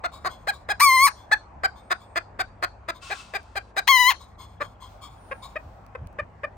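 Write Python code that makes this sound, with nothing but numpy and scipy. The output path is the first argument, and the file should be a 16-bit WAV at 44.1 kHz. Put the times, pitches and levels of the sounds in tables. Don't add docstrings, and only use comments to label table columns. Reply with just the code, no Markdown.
import sys
import numpy as np
from scipy import signal
from scipy.fft import rfft, irfft, next_fast_len
from scipy.io import wavfile
from scipy.ndimage import uniform_filter1d

SR = 44100
rng = np.random.default_rng(int(sys.argv[2]) if len(sys.argv) > 2 else 0)


def dump_mix(stems):
    frames = np.atleast_2d(stems).T
    limited = np.clip(frames, -1, 1)
    pcm = np.round(limited * 32767).astype(np.int16)
    wavfile.write(sys.argv[1], SR, pcm)


N = 289733
TIME = np.arange(N) / SR
BAND_LIMIT_HZ = 16500

# frequency_hz, gain_db
RUSTLE_SPECTRUM = [(800, -35.5), (1800, -6.5), (2700, 3.5), (4500, 1), (7000, -4), (9200, -6.5),
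                   (10500, -29), (15000, -24)]
# frequency_hz, gain_db
TOP_TREBLE = [(5000, -34), (7000, -3), (8800, 1.5), (10000, -4), (11500, -52), (13000, -1), (14300, -12),
              (16000, -10)]


def gain_of(db):
    return 10 ** (np.asarray(db) / 20)


def unit_rms(x):
    return x / np.sqrt(np.mean(x ** 2) + 1e-20)


def spectrum_at(points, hz):
    f, value = np.transpose(points)
    return np.interp(np.log(hz + 1), np.log(f + 1), value)


def add(mix, start_s, sound):
    part = mix[..., max(round(start_s * SR), 0):][..., :sound.shape[-1]]
    part += sound[..., :part.shape[-1]]


def panned(x, side_db):
    return x * gain_of([[side_db / 2], [-side_db / 2]])


def coloured(x, points, size=2048):
    log_gain = np.log(gain_of(spectrum_at(points, abs(np.fft.fftfreq(size, 1 / SR)))))
    taps = np.fft.ifft(np.exp(np.conj(signal.hilbert(log_gain)))).real
    return signal.fftconvolve(x, taps[:size // 2])[:len(x)]


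def radiated(x, facing):
    return np.array([coloured(x, [(hz, side * db / 2) for hz, db in facing]) for side in (1, -1)])


def above(x, hz):
    return signal.sosfiltfilt(signal.butter(4, hz, "high", fs=SR, output="sos"), x)


def resonate(x, hz, width_hz):
    pole = np.exp(-np.pi * width_hz / SR)
    return 2 * signal.lfilter([1 - pole], [1, -pole * np.exp(2j * np.pi * hz / SR)], x).real


def air_resonances(air, modes):
    return sum(gain_of(db) * unit_rms(resonate(resonate(air, hz, width), hz, width))
               for hz, width, db in modes)


def drift(count, rate_hz):
    size = next_fast_len(count + SR)
    hz = np.fft.rfftfreq(size, 1 / SR)
    return unit_rms(irfft(rfft(rng.standard_normal(size)) / (1 + (hz / rate_hz) ** 4), size))[:count]


def open_air():
    # frequency_hz, relative_db
    spectrum = [(15, -36), (28, -18), (50, 2.5), (75, -10), (120, -9), (280, -15), (420, -17.5), (800, -10),
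                (1450, -21), (1900, -27.5), (2500, -31), (3100, -42), (5500, -49.5), (8500, -51.5),
                (11000, -75.5), (16000, -71.5)]
    # time_s, level_db
    levels = [(0, -48.5), (2, -49.5), (4, -52.5), (5.3, -49.5), (6.5, -49.5)]
    # frequency_hz, left_right_correlation
    coherence = [(30, 0.89), (125, .92), (500, 0.54), (1500, 0.2), (6000, .3)]
    frames, hz = N // 512 + 5, np.fft.rfftfreq(2048, 1 / SR)
    left_re, left_im, other_re, other_im, patches = rng.standard_normal((5, frames, len(hz)))
    patch_db = 2 * unit_rms(uniform_filter1d(uniform_filter1d(patches, 10, 0), 16, 1))
    shared = spectrum_at(coherence, hz)
    left = left_re + 1j * left_im
    right = shared * left + np.sqrt(1 - shared ** 2) * (other_re + 1j * other_im)
    bands = np.array([left, right]) * gain_of(spectrum_at(spectrum, hz) + patch_db)
    air = signal.istft(bands.transpose(0, 2, 1), nperseg=2048, noverlap=1536)[1][:, :N]
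    return unit_rms(air) * gain_of(np.interp(TIME, *np.transpose(levels)))


def hum():
    # frequency_hz, level_db
    partials = [(53, -56), (70.5, -56.5), (99.6, -56.5), (199, -69.5)]
    out = np.zeros(N)
    for hz, db in partials:
        swell = 1 + .3 * drift(N, 3)
        phase = 2 * np.pi * hz * TIME + 90 / hz * drift(N, 4)
        out += gain_of(db) * unit_rms(swell * np.sin(phase))
    return out


def far_bird():
    # start_s, length_s, top_hz, level_db
    whistles = [(1.701, 0.6, 8610, -72), (5.13, 0.4, 9250, -66)]
    top_share, droop_per_s2 = 0.42, 1.1
    out = np.zeros(N)
    for start_s, length_s, top_hz, db in whistles:
        t = np.arange(0, length_s, 1 / SR)
        hz = top_hz * (1 - droop_per_s2 * (t - top_share * length_s) ** 2)
        cycles = np.cumsum(hz * (1 + 0.0087 * drift(len(t), 300))) / SR
        add(out, start_s, gain_of(db) * signal.windows.tukey(len(t), .5) * np.sin(2 * np.pi * cycles))
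    return out


def straw():
    # time_s, level_db
    levels = [(4.7, -96), (4.9, -63), (5.05, -75), (5.3, -68.5), (5.7, -69.5), (6, -84)]
    # frequency_hz, gain_db
    feathers = [(6000, -34), (10000, -20), (13000, 0), (16000, -2)]
    # start_s, initial_level_db
    snaps = [(3.431, -51), (5.865, -43.5), (5.952, -58), (6.072, -42.5), (6.129, -56)]
    grains = rng.standard_normal((2, N)) * gain_of(1.4 * rng.exponential(1, (2, N)))
    out = np.array([unit_rms(coloured(side, RUSTLE_SPECTRUM))
                    + gain_of(-6) * unit_rms(coloured(side, feathers)) for side in grains])
    out *= gain_of(np.interp(TIME, *np.transpose(levels)))
    t = np.arange(600) / SR
    for start_s, db in snaps:
        add(out, start_s, gain_of(db) * rng.standard_normal((2, len(t))) * np.exp(-t / 0.00062))
    return out


def box_bumps():
    # start_s, length_s, level_db
    bumps = [(5.594, 0.16, -47.5), (5.976, 0.1114, -38.5), (6.176, 0.0895, -44.5)]
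    out = np.zeros(N)
    for start_s, length_s, db in bumps:
        push = rng.standard_normal(round(length_s * SR))
        thud = resonate(resonate(push, 67.9, 70), 64.7, 71.9) * signal.windows.hann(len(push))
        add(out, start_s, gain_of(db) * unit_rms(thud))
    return out


def nest_box(voice, tail_db):
    # delay_ms, gain
    reflections = [
        [(1.9, 0.067), (3.4, 0.047), (6.3, 0.14), (10.7, .07), (19, .05), (33, 0.13)],
        [(1.3, 0.073), (2.9, 0.097), (5.6, 0.086), (11.9, 0.14), (21, 0.076), (33.2, 0.063)],
    ]
    # frequency_hz, t60_s
    decay_times = [(200, 0.14), (1000, 0.15), (2500, 0.12), (6000, 0.41), (15000, 0.12)]
    # frequency_hz, left_lead_rad
    phase_lead = [(100, 0), (700, .35), (1130, .2), (1280, 1.2), (1400, 3.2), (1600, 3.9), (1720, 6.2),
                  (2250, 6.2), (2750, 7.6), (4300, 7.5), (5400, 15), (6600, 13.5), (7300, 14.7),
                  (8100, 12.6), (10400, 9.6), (12000, 9.3), (13900, 6.3)]
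    echoes = rng.standard_normal((2, SR // 2)) * (rng.random((2, SR // 2)) < .1)
    hz, t, bands = signal.stft(echoes, SR, nperseg=256)
    decay_db = -60 * t / spectrum_at(decay_times, hz)[:, None] - hz[:, None] / 1000
    tail = signal.istft(bands * gain_of(decay_db), SR, nperseg=256)[1]
    tail *= np.minimum(np.arange(tail.shape[1]) / SR / 0.013, 1)
    response = gain_of(tail_db) * tail / np.linalg.norm(tail[0])
    response[:, 0] += 1
    for channel, walls in zip(response, reflections):
        for delay_ms, gain in walls:
            blur = signal.windows.hann(5 + 2 * int(delay_ms // 5))
            add(channel, delay_ms / 1000, gain * blur / blur.sum())
    size = next_fast_len(N + SR)
    lead_rad = spectrum_at(phase_lead, np.fft.rfftfreq(size, 1 / SR))
    phase_shift = np.exp(-1j * np.array([0 * lead_rad, lead_rad]))
    return irfft(rfft(voice, size) * rfft(response, size) * phase_shift, size)[:, :N]


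def hiss():
    # frequency_hz, width_hz, gain_db
    modes = [(1093, 110, -4), (1374, 130, -4.5), (2674, 80, -5.5)]
    start_s, attack_s, hold_s, halving_s, length_s, level_db = 3, 0.028, 0.18, 0.03, 0.74, -43.5
    t = TIME - start_s
    gate = np.clip(np.minimum(t, length_s - t) / attack_s, 0, 1) ** 3
    envelope = gate / (1 + np.maximum(t - attack_s - hold_s, 0) / halving_s)
    air = rng.standard_normal((2, N))
    air[1] = 0.56 * air[0] + 0.87 * air[1]
    sound = np.array([unit_rms(coloured(side, RUSTLE_SPECTRUM)) + air_resonances(side, modes)
                      for side in air])
    return panned(gain_of(level_db) * envelope * unit_rms(sound), side_db=4.5)


def wheeze(length_s, level_db, whistle_hz):
    # frequency_hz, width_hz, gain_db
    modes = [(1057, 170, 2), (2194, 78, -13.5), (3434, 480, -7), (4250, 660, -8), (5130, 200, -14),
             (6560, 170, -13), (7300, 340, -14), (8650, 260, -13), (14300, 680, -18)]
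    air = rng.standard_normal(round(length_s * SR))
    progress, stretch = np.linspace(0, 1, len(air)), rng.uniform(.95, 1.05)
    breath = air_resonances(air, [(hz * stretch, width, db) for hz, width, db in modes])
    breath *= np.interp(progress, [0, .15, .45, .7, 1], [0, 0.72, 0.11, 0.11, 0.0092])
    hz = whistle_hz * np.interp(progress, [0, .25, 1], [.98, 1, 1]) * (1 + .022 * drift(len(air), 400))
    whistle = np.sin(2 * np.pi * np.cumsum(hz) / SR)
    whistle *= np.interp(progress, [0, .2, .5, .9, 1], [0, 1, 0.083, 0.02, 0.16])
    return gain_of(level_db) * unit_rms(breath + gain_of(-3.5) * whistle)


def syrinx(hz, rough, doubling, jitter, shimmer, puff):
    count = len(hz)
    cycles = np.cumsum(hz * (1 + jitter * rough * drift(count, 300))) / SR
    harmonic = np.arange(1, 36)[:, None]
    pulses = unit_rms((np.cos(2 * np.pi * harmonic * cycles) * (harmonic * hz < BAND_LIMIT_HZ)).sum(0))
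    pulses *= 1 + doubling * np.cos(np.pi * cycles)
    pulses *= 1 + shimmer * rough * rng.uniform(-1, 1, count)[np.round(cycles).astype(int)]
    air = unit_rms(np.exp(-(cycles % 1) / .35) * rng.standard_normal(count))
    return pulses + puff * (rough + .015) * air


def formants(drive, level_db, top_hz, rasp, mouth_hz):
    # frequency_hz, gain_db
    mouth_spectrum = [(400, -36.5), (800, -18), (1150, 4.5), (1700, -0.5), (2000, 1), (2400, -19.5),
                      (3200, -34)]
    usual_db, usual_mouth_hz = -25.5, 1500
    effort_db = level_db - usual_db
    pipe_db = -1.5 - 0.82 * effort_db - 5 * rasp
    palate_db = -8 - effort_db + 27 * np.log2(mouth_hz / usual_mouth_hz)
    pipe = unit_rms(resonate(resonate(drive, 0.86 * top_hz, 480), 420, 240))
    mouth = unit_rms(resonate(coloured(drive, mouth_spectrum), mouth_hz, 420))
    palate = unit_rms(resonate(resonate(drive, 2430, 260), 2470, 360))
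    return mouth + gain_of(pipe_db) * pipe + gain_of(palate_db) * palate


def cluck_treble(drive, opening):
    # frequency_hz, gain_db
    beak_spectrum = [(2000, -41.5), (3000, -7.5), (3400, 0), (4100, 4.5), (4800, 2), (5600, -12),
                     (6500, -8.5), (8000, -32), (10000, -58.5)]
    ring = gain_of(np.interp(opening, [0, 1], [-34, -5.5])) * unit_rms(coloured(drive, beak_spectrum))
    top = gain_of(np.interp(opening, [0, 1], [-49, -14])) * unit_rms(coloured(drive, TOP_TREBLE))
    treble = ring + top
    direct_s, echo_s = .0002, rng.uniform(.0006, .0011)
    return .8 * np.roll(treble, round(direct_s * SR)) + .55 * np.roll(treble, round(echo_s * SR))


def cluck(start_s, length_s, level_db, top_hz, rasp, mouth_hz):
    # time_s, left_minus_right_db, beak_opening (0-1)
    poses = [(0.2, 5.5, 0.66), (0.5, 2, 0.88), (1.3, 2.5, 0.69), (2.85, 4, 0.82), (3.15, 6, 0.78),
             (3.75, 5, 0.91), (4.6, 4.5, 0.48), (5.3, 4, 0.1), (6.45, 2, 0.1)]
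    # frequency_hz, share
    side_shares = [(300, 0.4), (800, 0.26), (1550, 0.4), (2300, 1.2), (3200, 1), (7500, 0.48), (9500, 0.34)]
    times, *pose = np.transpose(poses)
    side_db, opening = (np.interp(start_s, times, column) for column in pose)
    progress = np.arange(0, 1.3, 1 / (length_s * SR))
    arch_top, sag_before, sag_after = 0.54, 0.41, 0.27
    sag = np.where(progress < arch_top, sag_before, sag_after) * abs(2 * (progress - arch_top)) ** 2.2
    sag *= length_s / .04
    hz = top_hz * np.maximum(1 - sag, .5)
    push = np.interp(progress, [0, .07, .22, .45, .7, .95, 1.08, 1.25],
                     [0.2, 0.37, 0.53, 1, 0.99, 0.13, 0.05, 0.0062])
    rough = (0.1 + 0.55 * rasp) * (.7 + 2 * sag)
    doubling = np.minimum(0.87 * rasp + sag, 1)
    drive = push * syrinx(hz, rough, doubling, jitter=.065, shimmer=0.99, puff=0.57)
    voice = formants(drive, level_db, top_hz, rasp, mouth_hz) + cluck_treble(drive * push ** .8, opening)
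    voice = gain_of(level_db - 4.5) * unit_rms(voice)
    return start_s, radiated(voice, [(f, side_db * share) for f, share in side_shares])


def squawk(held, timbre, facing, easy_db, scoop_s, settle_s, brighter_db_per_octave):
    easy_hz, louder_db_per_octave = 1052.6, 29
    attack_s, release_s, treble_hz, overtones_hz = 0.0079, 0.011, 3900, 1495
    scoop_from, scoop_rough, scoop_db, scoop_dull_db = 0.6, 0.7, 6, 7
    fall_s, fall_to, fall_rough, fall_db, fall_dull_db = 0.038, 0.56, 0.56, 16, 11
    times, held_hz = np.transpose(held)
    t = np.arange(times[0] - scoop_s, times[-1] + fall_s, 1 / SR)
    scoop, fall = np.maximum(times[0] - t, 0) / scoop_s, np.maximum(t - times[-1], 0) / fall_s
    note_hz = np.interp(t, times, held_hz)
    effort = np.log2(note_hz / easy_hz)
    hz = note_hz * (1 - (1 - scoop_from) * scoop ** 1.6) * (1 - (1 - fall_to) * fall ** 1.15)
    hz = uniform_filter1d(hz, 200) * (1 + .002 * drift(len(t), 70))
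    rough = scoop_rough / (1 + ((t - t[0]) / settle_s) ** 4) + .008
    rough += fall_rough * np.minimum(fall / .3, 1) ** 2
    gate = np.clip((t - t[0]) / attack_s, 0, 1) * np.clip((t[-1] - t) / release_s, 0, 1)
    envelope = gate * gain_of(easy_db + louder_db_per_octave * effort - scoop_db * scoop - fall_db * fall)
    voice = coloured(syrinx(hz, rough, .5 * rough, jitter=.09, shimmer=.8, puff=.45), timbre)
    rush = coloured(coloured(rng.standard_normal(len(t)), TOP_TREBLE), timbre)
    voice = unit_rms(voice) + gain_of(-26.5) * unit_rms(rush)
    bright_db = brighter_db_per_octave * (effort - effort.mean())
    voice += above(voice, treble_hz) * (gain_of(bright_db) - 1)
    dull_db = scoop_dull_db * scoop ** 3 + fall_dull_db * fall ** 2
    voice += above(voice, overtones_hz) * (gain_of(-dull_db) - 1)
    echo_s = .0007 + .00004 * drift(len(t), 12)
    voice += 0.42 * np.interp(t - echo_s, t, voice)
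    voice *= envelope / np.sqrt(uniform_filter1d(voice ** 2, 500) + 1e-9)
    return t[0], radiated(voice, facing)


def hen():
    # start_s, nominal_length_s, relative_level_db, top_hz, rasp (0-1), mouth_hz
    clucks = [(0.035, 0.035, -22.5, 731, 0.36, 1270), (0.243, 0.045, -22, 767.3, 0.65, 1130),
              (0.469, 0.044, -19.5, 824, 0, 1600), (0.685, 0.046, -20, 833.4, 0.15, 1620),
              (1.312, 0.035, -12, 877, 0.13, 1640), (1.632, 0.035, -16.5, 795.3, 0.24, 1540),
              (1.9, 0.035, -18, 741.6, 0.91, 1480), (2.154, 0.037, -20.5, 707, 0.68, 1560),
              (2.389, 0.036, -20.5, 773, 0.46, 1500), (2.622, 0.035, -20.5, 734, 0.79, 1470),
              (2.879, 0.034, -24.5, 694, 0.9, 1400), (3.098, 0.046, -25.5, 829, 0.48, 1610),
              (3.333, 0.046, -25, 811, 0.5, 1650), (3.552, 0.03974, -24.5, 810.8, 0.33, 1580),
              (3.762, 0.043, -20, 803.4, 0.3, 1620), (4.601, 0.031, -23, 606.6, 0.7, 1350),
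              (5.309, 0.025, -27, 556, 0.47, 1420), (5.554, 0.024, -26, 635, 0.13, 1630),
              (5.947, 0.01505, -30.5, 518, 0.35, 1240), (6.184, 0.025, -23.5, 609.5, 0.09, 1580),
              (6.431, 0.02563, -24, 610, 0.1, 1580)]
    # time_s, pitch_hz
    first_note = [(0.82, 1133), (0.836, 1182), (0.862, 1107), (0.918, 1035), (0.958, 1057), (0.976, 1015),
                  (1.06, 1145)]
    second_note = [(3.892, 1098), (3.908, 1099), (3.926, 1041), (3.962, 1026), (3.984, 972), (4.004, 1010),
                   (4.038, 974.4), (4.078, 1021), (4.094, 1086)]
    # frequency_hz, gain_db
    first_timbre = [(400, -24.5), (750, -17), (1100, 0), (1600, -6), (2200, -1.5), (3150, -25.5),
                    (4400, -12), (5400, -20.5), (6400, -19.5), (7500, -35), (9100, -10), (11400, -56),
                    (13800, -18), (16000, -38.5)]
    second_timbre = [(400, -30), (750, -8), (1080, 3), (1500, -12.5), (2050, 2.5), (3000, -8), (3300, -3.5),
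                     (4050, -7), (5100, -15.5), (6200, -15), (7000, -14.5), (8100, -38), (9100, -13.5),
                     (11400, -28.5), (14000, -19.5)]
    # frequency_hz, left_minus_right_db
    first_facing = [(1100, 2.5), (2200, 6), (3200, -1), (4400, 0.5), (6000, 5), (9000, 0), (14000, 0.6)]
    second_facing = [(1050, 5.5), (2050, 13.5), (3050, 4), (4050, 6), (6000, 3), (9000, -0.5), (14000, 1.5)]
    # start_s, length_s, level_db, whistle_hz
    wheezes = [(0.113, 0.19, -52.5, 3850), (0.285, 0.2, -53, 3340), (0.52, 0.139, -53, 3920),
               (1.141, 0.27, -60.5, 3443), (1.751, 0.16, -61.5, 3620), (1.989, 0.18, -62, 3440),
               (2.94, 0.119, -55.5, 3700), (4.189, 0.17, -55.5, 3900), (4.378, 0.21, -52, 3360),
               (4.611, 0.15, -53, 3257), (4.798, 0.198, -51.5, 3330), (5.009, 0.18, -49.5, 3310),
               (5.417, 0.1377, -48, 3800)]
    voice = np.zeros((2, N))
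    for row in clucks:
        add(voice, *cluck(*row))
    add(voice, *squawk(first_note, first_timbre, first_facing, easy_db=-15.5,
                       scoop_s=0.024, settle_s=0.021, brighter_db_per_octave=50))
    add(voice, *squawk(second_note, second_timbre, second_facing, easy_db=-15.5,
                       scoop_s=0.021, settle_s=0.012, brighter_db_per_octave=15.5))
    for start_s, *row in wheezes:
        add(voice, start_s, panned(wheeze(*row), side_db=5.5))
    return voice


def scene():
    nest = nest_box(hen(), tail_db=-24.0) + hiss() + straw() + box_bumps()
    return nest + far_bird() + panned(open_air() + hum(), side_db=0.8151)


def record(dry):
    thinned = signal.sosfilt(signal.butter(4, 36, "high", fs=SR, output="sos"), dry)
    low_pass = signal.firwin(511, BAND_LIMIT_HZ, window=("kaiser", 9), fs=SR)
    return signal.oaconvolve(thinned, low_pass[None], "same")


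dry = scene()
out = record(dry)
dump_mix(out)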